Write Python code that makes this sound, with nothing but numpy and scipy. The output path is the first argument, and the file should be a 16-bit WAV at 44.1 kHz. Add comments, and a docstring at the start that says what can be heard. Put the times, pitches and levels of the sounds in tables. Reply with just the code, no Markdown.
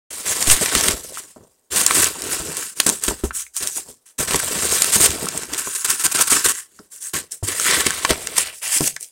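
"""After a tenth of a second of silence a hand stirs foam packing peanuts and paper in a cardboard box, up
close. From about 2.7 s come single shoves, from 4.4 s more stirring; it goes faint near 6.6 s, then works up
again to the end. Tiny ringing slips make the foam swish, tick and crunch, and the paper crinkle; noise bursts
make the snaps. Short decaying tones with noise make creases pop and peanuts tap the card, and blunt pulses with
a low sway make the box thump. Resonances make the dug-out box sound hollow; a small, soft room and quiet air
lie around it all."""
import sys
import numpy as np
from scipy import signal
from scipy.fft import rfft, irfft
from scipy.io import wavfile
from scipy.ndimage import uniform_filter1d

SR = 44100
rng = np.random.default_rng(int(sys.argv[2]) if len(sys.argv) > 2 else 0)


def unload_wav(signal):
    """Save mono or channel-first audio to the path in sys.argv[1] as 16-bit WAV at rate SR, clipped to [-1, 1]."""
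    wavfile.write(
        sys.argv[1],
        SR,
        np.round(np.clip(np.atleast_2d(signal).T, -1, 1) * 32767).astype(np.int16),
    )


N = 401751
TIME = np.arange(N) / SR  # seconds


def gain_of(db):
    """Turns decibels into a factor."""
    return 10 ** (np.asarray(db) / 20)


def evened(x):
    """Scales a sound to an average (rms) level of 1."""
    return x / np.sqrt(np.mean(x ** 2) + 1e-20)


def read(points, hz):
    """Reads a table at any frequency, joining its points by straight lines over log frequency."""
    f, value = np.transpose(points)
    return np.interp(np.log(hz + 1), np.log(f + 1), value)


def add(mix, s, sound):
    """Mixes a sound in at s seconds."""
    part = mix[max(round(s * SR), 0):][:len(sound)]
    part += sound[:len(part)]


def colour(x, points, size=2048):
    """Filters to the given spectrum with no sound ahead of time, so that clicks keep their sharp front."""
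    gain = gain_of(read(points, abs(np.fft.fftfreq(size, 1 / SR))))
    # the Hilbert transform of the log gain supplies the minimum-phase timing
    spectrum = np.exp(np.conj(signal.hilbert(np.log(gain))))
    taps = np.fft.ifft(spectrum).real[:size // 2]
    return signal.oaconvolve(x, taps)[:len(x)]


def wander(length, hz):
    """Smooth random movement of rms 1, mostly slower than hz."""
    f = np.fft.rfftfreq(length, 1 / SR)
    spectrum = rfft(rng.standard_normal(length)) / (1 + (f / hz) ** 4)
    return evened(irfft(spectrum, length))


def grains(per_s, spread_db, low_hz, high_hz, cycles, count=18):
    """Countless small slips of uneven size; each rings one of many contacts for about the given cycles."""
    out = np.zeros(N)
    for hz in np.geomspace(low_hz, min(high_hz, SR / 2), count):
        chance, size = rng.random(N), rng.standard_exponential(N)
        at = np.flatnonzero(chance < per_s / count / SR)
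        sign = (-1.) ** at
        slips = np.zeros(N)
        slips[at] = gain_of(spread_db * np.minimum(size[at], 4)) * sign
        # a two-pole resonator: the turn sets its pitch, the radius its decay
        turn = 2 * np.pi * hz / SR
        radius = np.exp(-hz / cycles / SR)
        top = [1, -radius * np.cos(turn)]
        bottom = [1, -2 * radius * np.cos(turn), radius * radius]
        out += hz * signal.lfilter(top, bottom, slips)
    return evened(out)


def steadied(x, span):
    """Holds the level near 1 over stretches of span seconds; faster crackle stays."""
    width = max(int(span * SR), 2)
    power = uniform_filter1d(uniform_filter1d(x ** 2, width), width)
    return x / np.sqrt(abs(power) + 1e-12)


def shifting(x, patchy_db, size=512):
    """Each new contact favours other pitches for a few hundredths of a second."""
    z = signal.stft(x, nperseg=size)[2]
    patches = rng.standard_normal(z.shape)
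    # smooth twice across pitch (axis 0) and twice across time (axis 1)
    for axis, count in ((0, 5), (0, 3), (1, 7), (1, 4)):
        patches = uniform_filter1d(patches, count, axis)
    patchy = z * gain_of(patchy_db * evened(patches))
    return signal.istft(patchy, nperseg=size)[1][:N]


# Colour of the quiet air. Each row: frequency in Hz, relative level in dB per Hz.
AIR_COLOUR = [(30, -18.5), (60, -26), (120, -22), (450, -10), (2750, -28.5), (8000, -23.5), (16000, -21.5)]
AIR_DB = -69  # average level


def quiet_air():
    """Steady faint noise with the colour of the quiet room."""
    return gain_of(AIR_DB) * evened(colour(rng.standard_normal(N), AIR_COLOUR))


# How fast the room dies away. Each row: frequency in Hz, time to fall by 60 dB in seconds.
ROOM_DECAY = [(100, 0.41), (500, 0.085), (1800, 0.086), (5000, 0.12), (15000, 0.033)]


def room(x):
    """A diffuse tail of noise, each band dying at its own speed."""
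    hz, t, z = signal.stft(rng.standard_normal(SR // 2), SR, nperseg=256)
    decay = gain_of(-60 * t / read(ROOM_DECAY, hz)[:, None])
    tail = signal.istft(z * decay, SR, nperseg=256)[1]
    # (Hz, relative dB)
    tail = colour(tail, [(100, -5.0), (450, -1.5), (800, 8.0), (1600, 4.5), (4000, 0.5), (8500, -1.0), (15000, -4.5)])
    tail *= 1 - np.exp(-np.arange(len(tail)) / SR / 0.0007)  # soft onset
    return signal.fftconvolve(x, tail / np.linalg.norm(tail))[:N]


# The passing hand pushes air against the microphone.
# The one row: start in seconds, length in seconds, level of the swell in dB before its flutter.
AIR_PUSH = (0.47, 0.094, -15.5)


def draught():
    """One slow swell of pressure with a little flutter on it."""
    s, length, db = AIR_PUSH
    out, size = np.zeros(N), round(length * SR)
    flutter = 1 + 0.22 * wander(size, 130)
    add(out, s, gain_of(db) * signal.windows.tukey(size, .5) * flutter)
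    return out


# The box is knocked. Each row: start in seconds, relative level in dB,
# pitch of the wall's sway in Hz, sway against the knock in dB.
BOX_KNOCKS = [(0.473, -16.5, 83, -2), (0.612, -13, 169, -32), (0.75, -15, 75, -19), (0.764, -21, 55.7, 0),
              (0.886, -16.5, 89, -4), (0.935, -21, 57.5, -1), (1.239, -42, 140, -12),
              (1.363, -33, 261, -10), (1.408, -36, 110, -12), (2.399, -23, 55.7, -5), (2.484, -24, 153, -5),
              (2.864, -14, 68, -12), (3.082, -11, 60.4, -7), (3.106, -16, 59, -29),
              (3.237, -10.5, 65.3, -1), (4.194, -23.5, 56, -5), (4.344, -11.5, 70.5, -13),
              (4.558, -22, 200, -3), (4.96, -12, 205, -9.5), (5.002, -14.5, 78, -11), (5.09, -25, 74, 4),
              (5.241, -21, 180, -2.5), (5.346, -22, 180, -10), (5.672, -24.5, 116, -15),
              (6.321, -16, 302, -12), (6.796, -35, 210, -13), (7.139, -24, 203, -13),
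              (7.427, -18.5, 95.6, 3.5), (7.864, -12, 189, -32), (8.104, -7.5, 60, -12.5),
              (8.807, -7, 149, -19)]
# Colour of a knock on the box. Each row: frequency in Hz, relative level in dB per Hz.
KNOCK_COLOUR = [(25, -12), (70, -2), (200, 0), (400, 1), (600, -8), (850, -12), (1500, -19.5),
                (4000, -50.5)]


def thumps(size=8192):
    """One blunt push on the cardboard, a short shudder of the filling, and the slow sway of the whole wall."""
    out, t = np.zeros(N), np.arange(size) / SR
    for s, db, hz, sway_db in BOX_KNOCKS:
        shudder = 0.096 * rng.standard_normal(size) * np.exp(-t / 0.015)
        knock = colour(signal.unit_impulse(size) + shudder, KNOCK_COLOUR)
        sway = np.sin(2 * np.pi * hz * t) * (1 - np.exp(-t / 0.0024)) * np.exp(-t / 0.016)
        both = knock / abs(knock).max() + gain_of(sway_db) * sway / abs(sway).max()
        add(out, s, gain_of(db - 1.5) * both)
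    return out


# A crease in the paper flips over (high pitches), or a peanut taps the cardboard (low pitches). # Each row:
# start in seconds, relative level in dB, pitch in Hz.
POPS_AND_TAPS = [(1.122, -29, 544), (1.173, -18.5, 1300), (1.201, -35, 393), (1.362, -31.5, 624),
                 (1.909, -6.5, 1210), (2.06, -6, 2840), (2.8, -4.5, 2870), (3.11, -16, 900),
                 (3.308, -14, 1430), (3.466, -27.5, 2220), (3.61, -33, 405), (3.782, -23.5, 830),
                 (4.344, -10, 960), (4.4, -10.5, 1570), (4.511, -19, 413), (4.651, -19, 455),
                 (5.206, -27, 536), (5.269, -15, 1280), (5.348, -22, 720), (5.432, -25, 880),
                 (5.673, -19, 1030), (6.79, -30.5, 1380), (6.793, -30, 5250), (7.598, -11.5, 1340),
                 (7.802, -12, 1750), (7.906, -8, 1670), (8.049, -5.5, 1060), (8.382, -13, 990),
                 (8.764, -30, 300), (8.966, -16.5, 1810)]


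def pops(size=2048):
    """A crease flips over or a peanut taps the card; either rings for a few cycles, with a short papery rattle."""
    out, t = np.zeros(N), np.arange(size) / SR
    for s, db, hz in POPS_AND_TAPS:
        ring = np.sin(2 * np.pi * hz * t) * (1 - np.exp(-t / 0.00021)) * np.exp(-t * hz / 2.05)
        around = [(hz / 4, -24), (hz, 0), (2 * hz, -5), (6 * hz, -30)]  # (Hz, dB)
        rattle = colour(rng.standard_normal(size) * np.exp(-t / 0.0046), around)
        both = 0.77 * ring / abs(ring).max() + 0.17 * rattle / abs(rattle).max()
        add(out, s, gain_of(db) * both)
    return out


# A peanut slips free with a snap. Each row: start in seconds, length of the slip in milliseconds,
# level in dB, extra fullness below about 4 kHz in dB.
PEANUT_SNAPS = [(0.4252, 3.5, -12.5, 2), (0.4987, 6.2, -7.5, 3), (0.6594, 1.5, -10, 11),
                (0.7511, 1.9, -4.5, 8), (0.8097, 1.8, -11, -8), (0.8839, 1.8, -6.5, 10),
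                (1.8635, 2.8, 0, -10), (1.8772, 1.0, -12, -13.0), (1.909, 1.1, -9, 18),
                (2.0428, 2.8, -7.5, -10), (2.22, 1.1, -16, -18), (2.5688, 1.2, -14, -8),
                (2.801, 3.3, -4.5, 2.0), (2.8648, 2.7, -10.5, -5), (2.8914, 1.3, -3.5, -10),
                (2.8977, 1.6, -8, -7), (2.9975, 1.0, -27, -20.0), (3.0367, 2.4, -12.5, -28),
                (3.0653, 2.2, -19, -21), (3.5659, 0.73, -11, -9.5), (3.6728, 1.1, -9.5, -4.5),
                (4.308, 5.4, -18, 9), (4.3343, 2.2, -18, 8), (4.3443, 3.1, -15, 13), (4.646, 1.3, -17, 1),
                (4.8201, 3.4, -3.5, -4), (4.844, 1.0, -7, -2), (5.0606, 2.2, -17, -2),
                (5.1051, 1.2, -14.0, -8.0), (5.115, 0.73, -17, -9), (5.257, 1.1, -17, -13),
                (5.286, 4.1, -17, -7), (5.375, 4.6, -16.5, -11), (5.4338, 1.8, -23, 6),
                (5.5337, 6.6, -20.5, 0.0), (5.5458, 1, -17, -2), (5.9029, 1.5, -8.5, -7),
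                (6.1906, 5.9, -18, 11), (6.2091, 4.9, -15.5, 3), (6.3223, 1.5, -13, 4),
                (6.4613, 1.3, -6, 6), (7.32, 0.7, -16, -27), (7.485, 4.6, -19, -9), (7.598, 1.3, -10.0, -3),
                (7.6475, 3.8, -23, 2), (7.7104, 1.8, -11, 5), (7.8055, 0.92, -9, -8.0),
                (7.8655, 5.4, -11.5, 16), (7.9059, 0.81, -9.5, -4), (8.0491, 5.1, -11.5, 18),
                (8.1061, 3.2, -11, 15), (8.2712, 2.4, -15.5, 0), (8.3814, 2.1, -7, -9),
                (8.8076, 1.2, -12, -5), (8.8757, 1.2, -9.5, -22), (8.9631, 2.9, -23, 3),
                (9.0087, 1.03, -23, -27), (9.028, 1, -21, -28)]
# Colour of a snap. Each row: frequency in Hz, relative level in dB per Hz.
SNAP_COLOUR = [(500, -13.5), (2000, -2.5), (4500, -2), (8500, 5), (11000, -7), (16000, -16.5)]
SNAP_RISE_S, SNAP_RELEASE_S = 0.0002, 0.001


def snaps(size=2048):
    """A burst of slips, mostly a few milliseconds long, that dies quickly as the piece comes free."""
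    out, t = np.zeros(N), np.arange(size) / SR
    for s, ms, db, full_db in PEANUT_SNAPS:
        length = max(ms, .3) / 1000
        release = np.exp(-np.maximum(t - 0.68 * length, 0) / SNAP_RELEASE_S)
        slip = (1 - np.exp(-t / SNAP_RISE_S)) * release
        tone = [(hz, level + full_db / (1 + (hz / 4000) ** 4)) for hz, level in SNAP_COLOUR]
        snap = colour(rng.standard_normal(size) * slip, tone)
        add(out, s, gain_of(db) * snap * np.sqrt(length * SR / np.sum(snap ** 2)))
    return out


# Squeezed peanuts grind, then let go. Each row: start in seconds, length in seconds,
# average level in dB before the hollow colours it, growth over the stroke in dB.
SQUEEZES = [(0.468, 0.033, -17.5, -6), (0.506, 0.04, -10, -13), (0.605, 0.066, -26.5, -4),
            (0.877, 0.015, -17.5, 1), (1.757, 0.03, -15, -3), (1.79, 0.03, -16, 5), (1.942, 0.06, -17, -6),
            (2.017, 0.019, -14, 4), (2.864, 0.015, -16.5, -12), (3.035, 0.021, -22.5, 0),
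            (3.08, 0.011, -15.5, -15), (4.356, 0.013, -16, -9), (4.391, 0.014, -20, 6),
            (4.726, 0.055, -24, -3), (4.918, 0.054, -13.5, 5), (4.997, 0.043, -15, 1),
            (5.037, 0.033, -12.5, 0), (5.576, 0.024, -20.5, 5), (5.748, 0.022, -21, 0),
            (5.844, 0.022, -16.5, -2), (5.897, 0.025, -15.5, -8), (5.993, 0.038, -22.5, -4),
            (6.036, 0.034, -13, 7.5), (6.113, 0.017, -19, 5), (6.206, 0.022, -10.5, -0.5),
            (6.272, 0.015, -18, -2), (6.295, 0.071, -15.5, -5.5), (6.442, 0.026, -15.5, -6),
            (6.482, 0.043, -16, -8), (7.134, .03, -29, -19), (7.855, 0.017, -18.5, 16),
            (8.084, 0.03, -20, 15), (8.376, 0.012, -12, 8), (8.871, 0.011, -18.5, 10)]
# Colour of grinding foam. Each row: frequency in Hz, relative level in dB per Hz.
GRIND_COLOUR = [(100, -13.5), (500, -13), (1400, -11), (3000, -9.5), (5500, -9.5), (7500, -4), (8800, -0.5),
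                (10500, -9), (13000, -13.5), (16000, -17.5)]


def crunches():
    """Foam pressed on foam: a dense run of stick and slip that stops as the pieces part."""
    grind = grains(per_s=9000, spread_db=1.2, low_hz=500, high_hz=15000, cycles=1.3)
    roughness = gain_of(0.32 * wander(N, 250))
    grind = shifting(colour(grind * roughness, GRIND_COLOUR), patchy_db=0.15)
    out = np.zeros(N)
    for s, length, db, growth_db in SQUEEZES:
        stroke = grind[round(s * SR):][:max(round(length * SR), 64)]
        push = gain_of(np.linspace(0, growth_db, len(stroke))) * signal.windows.tukey(len(stroke), .25)
        add(out, s, gain_of(db) * evened(stroke * push))
    return out


# The hollow that the hand digs. Each row: time in seconds, depth of the hand in it from 0 to 1,
# pitch factor of its resonances.
HAND_DEPTH = [(0.1, 0, 1.13), (2.3, 0.58, 0.97), (3.2, 0.7, 1.02), (5.1, 0.18, 0.98), (5.7, 1, 0.99),
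              (6.35, 0.9, 0.92), (6.56, 1, 1.09), (7.2, 0.46, 1.05), (7.7, 0.5, 1.22), (8.1, 0, 1.2),
              (8.6, 0.6, 1.8)]
# The hollow's resonances. Each row: frequency in Hz before the pitch factor, level in dB at full depth.
RESONANCES = [(190, -4.5), (340, 3), (640, -11), (1040, 0.5), (1230, -1), (1520, 5.5), (1800, 2),
              (2110, -6.5), (2700, -0.5), (3550, -4.5), (4600, -3.5), (6500, -1)]


def hollow(x, size=512):
    """Deep in the box the rustle takes on the resonances of the space around the hand, which rise as it narrows."""
    hz, t, z = signal.stft(x, SR, nperseg=size)
    s, depth, pitch = np.transpose(HAND_DEPTH)
    depth_now = np.clip(np.interp(t, s, depth), 0, 1)
    db = depth_now * read(RESONANCES, hz[:, None] / np.interp(t, s, pitch))
    return signal.istft(z * gain_of(db), nperseg=size)[1][:N]


# Spells of steady stirring, one list of rows each. 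Each row: time in seconds, then the relative levels
# of foam rubbing, paper crinkling and box drumming in dB.
STIR_SPELLS = [
    [(0.28, -27.5, -35.5, -41.5), (0.474, -22, -31, -38), (0.758, -25, -27.5, -35.5),
     (0.938, -34.5, -43, -44), (1.09, -38, -53.5, -50), (1.37, -58.5, -73, -73), (1.55, -64, -84, -70),
     (1.68, -71.5, -84, -82.5)],
    [(1.89, -23.5, -29.5, -40.5), (1.938, -21.5, -29, -35.5), (2.074, -38, -44, -41.5),
     (2.346, -28, -33, -36.5), (2.472, -32.5, -40.5, -37.5), (2.612, -27.5, -34.5, -44.5),
     (2.69, -32.5, -45.5, -54)],
    [(4.41, -27, -34.5, -37.5), (4.732, -21.5, -29, -34), (4.94, -24, -31.5, -41),
     (5.082, -30.5, -31.5, -36.5), (5.19, -30, -37.5, -34.5), (5.326, -33, -38, -40),
     (5.43, -31.5, -38, -41)],
    [(5.53, -31.5, -36, -34.5), (5.658, -28, -37, -52), (5.818, -28.5, -41, -61), (6.174, -31, -38, -55),
     (6.356, -28, -30.5, -54), (6.448, -26.5, -34, -59), (6.5, -34, -48, -65)],
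    [(7.55, -29, -37, -48), (7.638, -20.5, -30, -46), (7.762, -24.5, -24.5, -44), (8.198, -35, -41.5, -44),
     (8.304, -36.5, -41.5, -45.5), (8.468, -34, -33.5, -49), (8.53, -41.5, -43, -59), (8.58, -38, -61, -64)],
]
# How strongly stirring works on each material: foam, paper and box, in dB added to the levels above.
STIR_BOOST = (1, 2, 0)
STIR_FADE_S = 0.061  # the fingers start and come to rest this fast


def stirring():
    """Strength of foam, paper and box while the fingers keep stirring."""
    power = np.zeros((3, N))
    for spell in STIR_SPELLS:
        s, *levels = np.transpose(spell)
        moving = np.clip(np.minimum(TIME - s[0], s[-1] - TIME) / STIR_FADE_S + 1, 0, 1)
        strength = [moving * gain_of(np.interp(TIME, s, level) + db) for level, db in zip(levels, STIR_BOOST)]
        power = np.maximum(power, np.square(strength))
    return np.sqrt(power)


# Single shoves of the hand. 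Each row: start in seconds, time to speed up in seconds,
# time from the start until the push stops in seconds, then relative levels of foam, paper and box in dB.
HAND_SHOVES = [(0.102, 0.0075, 0.12, -31.5, -40, -49.5), (0.245, 0.057, 0.054, -18, -25, -39),
               (0.72, 0.036, 0.19, -21, -25.5, -32.5), (1.129, 0.016, 0.066, -32, -39, -62),
               (1.22, .02, 0.09, -47, -58, -72), (1.36, 0.01, 0.091, -73, -74, -55.5),
               (1.702, 0.03, 0.14, -21.5, -29.5, -36), (1.93, 0.028, 0.14, -18, -24.5, -32),
               (2.29, 0.03, 0.042, -19, -30.5, -48), (2.746, 0.067, 0.21, -27, -39.5, -46),
               (2.861, 0.0042, 0.022, -20, -26, -24.5), (3.0, 0.04, 0.12, -26.5, -36, -40.5),
               (3.17, 0.034, 0.034, -37.5, -44, -52), (3.235, 0.004, 0.0071, -26.5, -38, -57),
               (3.325, 0.031, 0.08, -24.5, -41.5, -70), (3.535, 0.035, 0.14, -25, -42, -69),
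               (3.6, 0.0077, 0.061, -39, -34, -41.5), (3.68, 0.03, 0.08, -30, -62, -62),
               (3.758, 0.014, 0.014, -20.5, -37, -39.5), (3.84, 0.036, 0.069, -40.5, -66, -49),
               (4.055, 0.0072, 0.04, -47, -57.5, -77.5), (4.18, 0.01, 0.049, -20.5, -29, -31.5),
               (4.267, 0.02, 0.1, -24, -26.5, -34.5), (4.715, 0.0099, 0.046, -22, -44, -49),
               (4.93, 0.14, 0.12, -13, -39, -29.5), (5.86, 0.011, 0.079, -23, -30, -44),
               (6.035, 0.013, 0.016, -33, -30, -33), (6.14, 0.008, 0.07, -18.5, -23, -32),
               (6.295, 0.025, 0.07, -15.5, -21, -30.5), (6.44, 0.011, 0.034, -18.5, -25, -32),
               (6.51, 0.058, 0.076, -26.5, -36, -73), (6.69, 0.046, 0.16, -52.5, -66, -65),
               (6.898, 0.045, 0.075, -37, -56, -65), (7.0, 0.031, 0.071, -28, -48, -63.5),
               (7.132, 0.0051, 0.038, -21.5, -27, -34), (7.306, 0.021, 0.023, -28.5, -65, -54),
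               (7.427, 0.0085, 0.055, -27.5, -43, -47), (7.463, 0.016, 0.062, -25, -29.5, -38.5),
               (7.61, 0.077, 0.13, -20, -18.5, -32.5), (7.76, 0.0084, 0.026, -19.5, -23.5, -30.5),
               (8.088, 0.0052, 0.025, -30, -22, -30), (8.354, 0.019, 0.054, -18.5, -25.5, -41.5),
               (8.611, 0.027, 0.082, -24, -30, -53), (8.688, 0.049, 0.081, -14.5, -26.5, -58),
               (8.79, 0.053, 0.083, -18, -38, -43), (8.99, 0.035, 0.047, -32.5, -72, -61)]
STOP_DB_PER_S = 333.5  # after a push the filling stops quickly,
SETTLE_DB, SETTLE_DB_PER_S = -24.5, 89  # and a few pieces go on settling


def shoving():
    """Strength of foam, paper and box under shoves: each speeds up, pushes, stops and lets the filling settle."""
    power, t = np.zeros((3, N)), np.arange(SR) / SR
    for s, rise, length, *levels_db in HAND_SHOVES:
        after = np.maximum(t - length, 0)
        stopping = gain_of(-STOP_DB_PER_S * after)
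        settling = gain_of(SETTLE_DB - SETTLE_DB_PER_S * after)
        push = np.minimum(t / max(rise, .001), 1) * np.maximum(stopping, settling)
        for material, db in zip(power, levels_db):
            add(material, s, (gain_of(db) * push) ** 2)
    return np.sqrt(power)


# Colour of bumped cardboard. Each row: frequency in Hz, relative level in dB per Hz.
CARD_COLOUR = [(25, -17.5), (60, 7.5), (100, -2), (200, 0), (300, -0.5), (420, 2.5), (600, 0.5),
               (850, -3.5), (1500, -21), (5000, -68.5)]


def cardboard():
    """Many low bumps on the box; cardboard is too dead to hold a pitch."""
    return colour(grains(per_s=900, spread_db=3.3, low_hz=60, high_hz=1400, cycles=.9), CARD_COLOUR)


# Colour of crinkling paper. Each row: frequency in Hz, relative level in dB per Hz.
PAPER_COLOUR = [(200, -22.5), (600, -13.5), (1000, -4.5), (1600, -3.5), (2300, -3), (3500, -4.5),
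                (5500, -7), (12000, -31.5)]


def paper():
    """Many small creases give way, each with a very short ring."""
    return colour(grains(per_s=1900, spread_db=2.0, low_hz=605, high_hz=5100, cycles=1.0), PAPER_COLOUR)


# Colours of sliding foam, then of ticking foam (for the flicks too).
# Each row: frequency in Hz, relative level in dB per Hz.
SWISH_COLOUR = [(300, -36), (1500, -21.5), (4600, -16), (5800, -7.5), (7000, -3), (8000, -1.5), (8900, 0),
                (10200, -5), (12000, -13.5), (16000, -16)]
TICK_COLOUR = [(300, -20.5), (1500, -11.5), (3000, -9), (5000, -3.5), (6500, -2.5), (8400, 4), (10000, -5),
               (16000, -9.5)]


def foam(tumbling):
    """Dense slips swish and sparser ones tick; the tumbling share (0-1) blends them by power."""
    sliding = grains(per_s=16000, spread_db=-2.5, low_hz=1540, high_hz=15400, cycles=1.0)
    sliding = evened(colour(sliding, SWISH_COLOUR))
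    ticking = grains(per_s=2200, spread_db=-2.0, low_hz=1520, high_hz=14200, cycles=1.2)
    ticking = evened(colour(ticking, TICK_COLOUR))
    return shifting(np.sqrt(1 - tumbling) * sliding + np.sqrt(tumbling) * ticking, patchy_db=2.2)


FLICKS_PER_S, FLICKS_DB = 83, -11.5  # average rate, and level relative to the foam's rubbing


def flicks():
    """Small foam snaps that come by chance."""
    slips = grains(per_s=FLICKS_PER_S, spread_db=2.3, low_hz=1500, high_hz=12500, cycles=1.5)
    return gain_of(FLICKS_DB) * evened(colour(slips, TICK_COLOUR))


def digging():
    """Foam slides and tumbles, paper crinkles and the box drums; all catch and give way together."""
    rubbing, crinkling, drumming = np.hypot(stirring(), shoving()) + 1e-9
    catching = gain_of(2.0 * wander(N, 35))
    # the harder the box drums against the rubbing, the more pieces tumble and tick
    tumbling = np.clip(gain_of(10.5) * drumming / rubbing, .01, .7)
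    foam_sound = rubbing * (steadied(foam(tumbling) * catching, 0.089) + flicks())
    paper_sound = gain_of(-0.65) * crinkling * steadied(paper() * catching, 0.04)
    box_sound = gain_of(3.0) * drumming * steadied(cardboard() * catching, 0.2)
    return foam_sound + paper_sound + box_sound


def scene():
    """Everything in the box, the room around it, the draught and the quiet air."""
    box = hollow(digging() + crunches()) + snaps() + pops() + thumps()
    return (box + gain_of(-15.0) * room(box) + draught() + quiet_air())[None]


EDGE_HZ = 15950  # the treble ends here


def record(dry):
    """The input opens after a tenth of a second; the loudest peaks are rounded off; then the band limit."""
    opened = dry * np.clip((TIME - .102) / .004, 0, 1)
    rounded = opened / (1 + opened ** 6) ** (1 / 6)
    low_pass = signal.firwin(511, EDGE_HZ, window=("kaiser", 9), fs=SR)
    return signal.oaconvolve(rounded, low_pass[None], "same")


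dry = scene()
out = record(dry)
unload_wav(out)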